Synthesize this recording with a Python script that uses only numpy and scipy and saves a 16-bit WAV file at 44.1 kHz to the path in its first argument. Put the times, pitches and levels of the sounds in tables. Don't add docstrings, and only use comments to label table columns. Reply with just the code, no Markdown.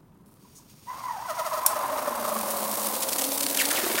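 import sys
import numpy as np
from scipy import signal
from scipy.fft import rfft, irfft, next_fast_len
from scipy.io import wavfile
from scipy.ndimage import map_coordinates

SR = 44100
rng = np.random.default_rng(int(sys.argv[2]) if len(sys.argv) > 2 else 0)


def generate_wav(signal):
    frames = np.transpose(np.atleast_2d(signal))
    scaled = np.clip(frames, -1, 1) * 32767
    pcm = np.round(scaled).astype(np.int16)
    wavfile.write(sys.argv[1], SR, pcm)


N = 176400


# (t/s, f/Hz, level/dB)
SQUEAL = [(.865, 930, -49), (.895, 1015, -30), (.94, 990, -40.5), (.996, 1120, -42), (1.04, 994, -37.5),
          (1.09, 1003, -33), (1.18, 796, -37), (1.25, 996, -37.5), (1.37, 997, -40.5), (1.47, 1023, -41),
          (2.83, 1080, -41.5), (3.5, 963, -55)]
POCKET_HUM = [(1.7, 290, -66), (2.05, 255.4, -46.5), (2.25, 220, -46), (2.6, 213, -44.5),
              (2.9, 212.1, -43.5), (3.04, 247.8, -62), (3.18, 274.8, -41.5), (3.68, 280.2, -39),
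              (3.85, 348.5, -51)]
BURBLE = [(1.65, 629.5, -37), (3, 533.8, -39), (4, 557, -48)]

def singing():
    return (wavering(SQUEAL, jitter=0.03206, shimmer_db=3.5, rate=200, octave_db=-18)
            + wavering(POCKET_HUM, jitter=0.02484, shimmer_db=4.5, rate=60, octave_db=-10.5)
            + wavering(BURBLE, jitter=0.0426, shimmer_db=5.5, rate=80, octave_db=-14))


# (t/s, f/Hz, level/dB)
CHIRPS = [(1.305, 639, -28.5), (1.399, 640, -27), (1.466, 636, -28), (1.54, 625, -26.5), (1.58, 633, -28),
          (1.715, 633.5, -29), (1.764, 623, -28.5), (1.986, 605.6, -27.5), (2.083, 602, -28),
          (2.25, 591, -28), (2.285, 613, -29), (2.366, 576.5, -27.5), (2.487, 582.6, -30),
          (2.628, 565.4, -30.5)]
# (multiple of the pitch, level/dB)
OVERTONES = [(1, -3), (2, -4.5), (3, -16)]

def chirps():
    swoop_hz, swoop_s, dulling_db_per_s, wetting_s = 55, 0.0192, 2.5, 0.7
    tones, puffs = np.zeros(N), np.zeros(N)
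    t = np.arange(-SR // 16, SR // 16) / SR
    jitter = 1 + 0.019 * wobble(250)
    swoop = swoop_hz * (np.exp(np.minimum(-t / swoop_s, 1)) - 1)
    first_s = CHIRPS[0][0]
    for s, hz, db in CHIRPS:
        age, start = s - first_s, round(s * SR) - SR // 16
        span = slice(start, start + len(t))
        length = 0.011 + 0.012 * np.exp(-age / 0.26)
        swell = amp(db) * np.exp(-2 * np.log(2) * (t / length) ** 2)
        phase = phase_of((hz + swoop) * jitter[span])
        for multiple, level in OVERTONES:
            fade_db = dulling_db_per_s * age * (multiple - 1)
            tone = np.sqrt(2) * np.sin(multiple * phase + 2 * np.pi * rng.random())
            tones[span] += swell * amp(level - fade_db) * tone
        puffs[span] += swell
    wetness = np.clip((clock() - first_s) / wetting_s, 0, 1)
    gulp = wetness * amp(-5.5) * noise(BOIL_COLOUR)
    return tones + puffs * (amp(-9.5) * steam() + gulp)


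# (t/s, level/dB)
SQUEAKS = [(.455, -55.5), (0.599, -57), (1.419, -33), (1.521, -29.5), (1.553, -34), (1.593, -29),
           (1.635, -28), (1.659, -27.5), (1.731, -34.5), (1.798, -31), (1.838, -28), (1.857, -29.5),
           (1.984, -35), (2.128, -34.5)]

def squeaks():
    length_s, fall_hz_per_s = 0.015, 7300
    out, hz = np.zeros(N), 1022 * (1 + 0.028 * wobble(250))
    for s, db in SQUEAKS:
        t = clock() - s
        swell = amp(db) * np.exp(-2 * (t / length_s) ** 2)
        out += swell * np.sqrt(2) * np.sin(phase_of(hz - fall_hz_per_s * t))
    return out


# (t/s, level/dB)
BOIL_LEVEL = [(.85, -68), (.9, -47), (1.25, -43.5), (1.55, -38.5), (1.8, -34), (2.8, -34.5), (3.55, -35),
              (3.8, -32)]
# (f/Hz, level/dB)
BOIL_COLOUR = [(100, -52), (220, -6), (400, -6.5), (560, -1), (1000, 3.5), (1230, -1.5), (1550, -8.5),
               (2200, -16.5), (4000, -25.5), (9000, -77)]
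# (t/s, level/dB)
BOIL_TILT = [(1.3, 8), (2.2, 0.5), (4, -8.5)]

def boiling():
    split_hz, beats_per_s, beat_db = 700, 28, 3
    (db,), (tilt_db,) = curves(BOIL_LEVEL), curves(BOIL_TILT)
    bubbling = noise(BOIL_COLOUR)
    lows = filtered(bubbling, lambda hz: 1 / (1 + (hz / split_hz) ** 4))
    low_gain, high_gain = amp(-tilt_db), amp(tilt_db)
    mix = (low_gain * lows + high_gain * (bubbling - lows)) / np.hypot(low_gain, high_gain)
    beat = np.sin(phase_of(beats_per_s * np.exp(0.299 * wobble(beats_per_s))))
    return amp(db) * unit(amp(beat_db * beat) * mix)


# (t/s, level/dB)
JET_LEVEL = [(.34, -82), (.43, -60), (.68, -63.5), (.7, -49.5), (.73, -59), (.86, -57), (.89, -50),
             (1.5, -46), (2.1, -44), (4, -54)]
SIZZLE_LEVEL = [(.257, -75), (.263, -62), (.38, -67), (1.1, -66.5), (1.5, -43.5), (2.18, -39.5),
                (2.27, -34), (2.8, -30), (3.08, -32), (3.3, -30.5)]
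SPLUTTER_LEVEL = [(1, -77), (3.1, -64), (3.57, -38.5), (3.61, -27), (3.645, -39), (3.77, -28.5),
                  (3.82, -34), (3.95, -35), (3.99, -26.5)]
# (f/Hz, level/dB)
SIZZLE_COLOUR = [(900, -23), (1600, -7.5), (3400, -6.5), (3700, -4), (7300, -3.5), (8600, 1), (15800, 0.5)]
SPLUTTER_COLOUR = [(400, -18), (1000, -16), (1400, -1.5), (3000, -5), (15000, -12)]

def sizzle():
    (jet_db,), (sizzle_db,) = curves(JET_LEVEL), curves(SIZZLE_LEVEL)
    (splutter_db,) = curves(SPLUTTER_LEVEL)
    jet = amp(jet_db + 1.45 * wobble(49.55)) * steam()
    flutter_db = 2.5 * wobble(220) + 0.34 * wobble(45)
    frying = amp(sizzle_db + flutter_db) * fizz(SIZZLE_COLOUR, per_s=2500, share=0.64)
    splutter = unit(amp(3.4 * wobble(180)) * fizz(SPLUTTER_COLOUR, per_s=2500, share=0.55))
    return jet + frying + amp(splutter_db) * splutter


# (f/Hz, level/dB)
JET_COLOUR = [(1500, -16), (2400, -4), (3400, -5), (6800, -4.5), (7500, -10.5), (8700, -2.5), (10500, -8.5),
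              (15500, -6)]
# (f/Hz, width/Hz, level/dB)
WHISTLES = [(4720, 99, 5.5), (5550, 200, 4.5), (6600, 310, 2.5), (14250, 460, -11)]

def steam():
    def gap(f):
        peaks = sum(amp(db) ** 2 / (1 + (2 * (f - hz) / width) ** 2) for hz, width, db in WHISTLES)
        return np.sqrt(1 + peaks)
    return unit(filtered(fizz(JET_COLOUR, per_s=3600, share=0.54), gap))


# (t/s, level/dB, length/s)
SPITS = [(2.819, -29, .0036), (2.846, -31, 0.0064), (2.955, -29, .007), (3.031, -26.5, .02),
         (3.092, -26.5, .011), (3.13, -25.5, 0.016), (3.162, -26.5, .004), (3.191, -25.5, .016),
         (3.218, -23.5, .01), (3.246, -26, 0.018), (3.321, -24.5, 0.0076), (3.38, -23.5, .007),
         (3.409, -23, .007), (3.435, -25.5, 0.015), (3.466, -21.5, 0.0034), (3.501, -26, .007),
         (3.55, -25, 0.0075), (3.575, -22, .007), (3.607, -23.5, .035), (3.657, -22, 0.0088),
         (3.689, -24, .006), (3.712, -24, .012), (3.771, -28, .022)]
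# (f/Hz, level/dB)
SPIT_COLOUR = [(400, -32), (1200, -5), (3000, 1.5), (9500, 5), (15800, -1)]

def spits():
    bursts = sum(amp(db) * burst(s, length) for s, db, length in SPITS)
    return bursts * unit(amp(1.8 * wobble(500)) * fizz(SPIT_COLOUR, per_s=5000, share=0.38))


# (t/s, level/dB, length/s, f/Hz)
SQUIRTS = [(3.604, -28.5, .036, 2300), (3.712, -31, .014, 1800), (3.773, -31.5, .028, 2504),
           (3.991, -30.5, .022, 1650)]

def squirts():
    width_hz, fall_octaves_per_s = 770, 30
    out = np.zeros(N)
    flow = unit(wobble(width_hz)) + 1j * unit(wobble(width_hz))
    for s, db, length, hz in SQUIRTS:
        pitch = hz * 2 ** (-fall_octaves_per_s * np.clip(clock() - s, -length, length))
        out += amp(db) * burst(s, length) * np.real(flow * np.exp(1j * phase_of(pitch)))
    return out


# (t/s, level/dB)
PLOPS = [(3.783, -25), (3.838, -22), (3.864, -23.5), (3.901, -24.5), (3.944, -24)]

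def plops():
    hz = 363
    out, t = np.zeros(N + SR), np.arange(SR // 10) / SR
    water = noise(BOIL_COLOUR)
    tone = 2 * np.sin(2 * np.pi * hz * t)
    shape = (1 - np.exp(-hz * t)) * fade(t, 0.037)
    for s, db in PLOPS:
        start = round(s * SR)
        slosh = np.roll(water, -start)[:len(t)]
        out[start:][:len(t)] += amp(db) * shape * (tone + slosh)
    return out[:N]


# (f/Hz, level/dB, time to fade by 60 dB/s)
CRACK_TONES = [(5580, 0.5, 0.012), (7300, -2.5, 0.016), (8790, -4, 0.028), (11190, -0.5, 0.02),
               (13580, 6, 0.017)]

def tongs_crack():
    start_s, attack_s = 1.6628, 0.0011
    out, t = np.zeros(N), np.arange(SR // 10) / SR
    ring = sum(amp(db) * fade(t, fade_s) * np.sin(2 * np.pi * (hz * t + rng.random()))
               for hz, db, fade_s in CRACK_TONES)
    hiss = noise([(800, -11), (3000, -9.5), (6000, -4), (9000, 2.5), (15000, -5)])[:len(t)]
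    snap, tail = amp(0.5) * fade(t, 0.011), amp(-18) * fade(t, 0.24)
    attack = 1 - np.exp(-t / attack_s)
    out[round(start_s * SR):][:len(t)] = amp(-7) * attack * (ring + (snap + tail) * hiss)
    return out


# (t/s, level/dB)
CLINKS = [(.262, -72), (1.662, -34)]
# (f/Hz, level/dB, time to fade by 60 dB/s)
TONG_TONES = [(5440, -1, 0.22), (8750, -4, .16), (9960, -14, 0.36), (11170, 5, 0.18), (13300, -1, .2),
              (13700, -1, .22)]

def tongs_ring():
    out, t = np.zeros(N), np.arange(SR // 2) / SR
    ring = np.zeros(len(t))
    for hz, db, fade_s in TONG_TONES:
        pitch = hz * (1 + 0.008 * wobble(390)[:len(t)])
        ring += amp(db) * fade(t, fade_s) * np.sin(phase_of(pitch))
    for s, db in CLINKS:
        out[round(s * SR):][:len(t)] += amp(db) * ring
    return out


# (f/Hz, level/dB)
GRAZE_COLOUR = [(3000, -19), (6700, 1), (7450, -11), (7900, -2), (13000, -13)]

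def graze():
    return amp(-50.5) * burst(s=0.573, length=0.043) * noise(GRAZE_COLOUR)


def walls(x):
    delay_s = 0.017
    t = np.arange(SR // 2) / SR
    tail = rng.standard_normal(len(t)) * fade(t, 0.2) * (t > delay_s)
    return amp(-10.5) * signal.fftconvolve(x, tail / np.linalg.norm(tail))[:N]


# (f/Hz, level/dB)
AIR_COLOUR = [(48, -9.5), (140, -2.5), (240, -5.5), (550, -19), (2500, -51.5)]

def air():
    return amp(-56) * noise(AIR_COLOUR)


def amp(db):
    return 10 ** (np.asarray(db) / 20)


def fade(t, fade_s):
    return amp(-60 * t / fade_s)


def unit(x):
    return x / np.sqrt(np.mean(x ** 2) + 1e-20)


def clock():
    return np.arange(N) / SR


def curves(rows):
    s, *columns = np.transpose(rows)
    return [np.interp(clock(), s, column) for column in columns]


def wobble(rate):
    return map_coordinates(rng.standard_normal(N // 4), [clock() * rate + 2], mode="wrap")


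def burst(s, length):
    return 1 / (1 + (2 * (clock() - s) / length) ** 8)


def phase_of(hz):
    return 2 * np.pi * np.cumsum(hz) / SR


def wavering(rows, jitter, shimmer_db, rate, octave_db):
    hz, db = curves(rows)
    phase = phase_of(hz * (1 + jitter * wobble(rate)))
    tone = np.sin(phase) + amp(octave_db) * np.sin(2 * phase)
    fade_in = np.clip((clock() - rows[0][0]) * hz / 10, 0, 1)
    return fade_in * amp(db) * unit(amp(shimmer_db * wobble(rate)) * tone)


def filtered(x, response):
    size = next_fast_len(N + SR // 2)
    return irfft(rfft(x, size) * response(np.fft.rfftfreq(size, 1 / SR)), size)[:N]


def coloured(x, colour):
    f, db = np.transpose(colour)
    def response(hz):
        bass_cut = hz ** 2 / (hz ** 2 + (f[0] / 2) ** 2 + 1)
        return amp(np.interp(np.log(hz + 1), np.log(f + 1), db)) * bass_cut
    return unit(filtered(x, response))


def noise(colour):
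    return coloured(rng.standard_normal(N), colour)


def fizz(colour, per_s, share):
    pops = unit((rng.random(N) < per_s / SR) * rng.standard_normal(N))
    return coloured(np.sqrt(share) * pops + np.sqrt(1 - share) * rng.standard_normal(N), colour)


def scene():
    bar = singing() + chirps() + squeaks() + boiling() + sizzle()
    bar += spits() + squirts() + plops() + graze()
    return (bar + walls(bar) + tongs_crack() + tongs_ring() + air())[None]


def record(dry):
    ceiling, top_hz = 0.82, 15850
    rounded = dry[0] / (1 + (dry[0] / ceiling) ** 4) ** (1 / 4)
    return filtered(rounded, lambda hz: hz < top_hz)[None]


dry = scene()
out = record(dry)
generate_wav(out)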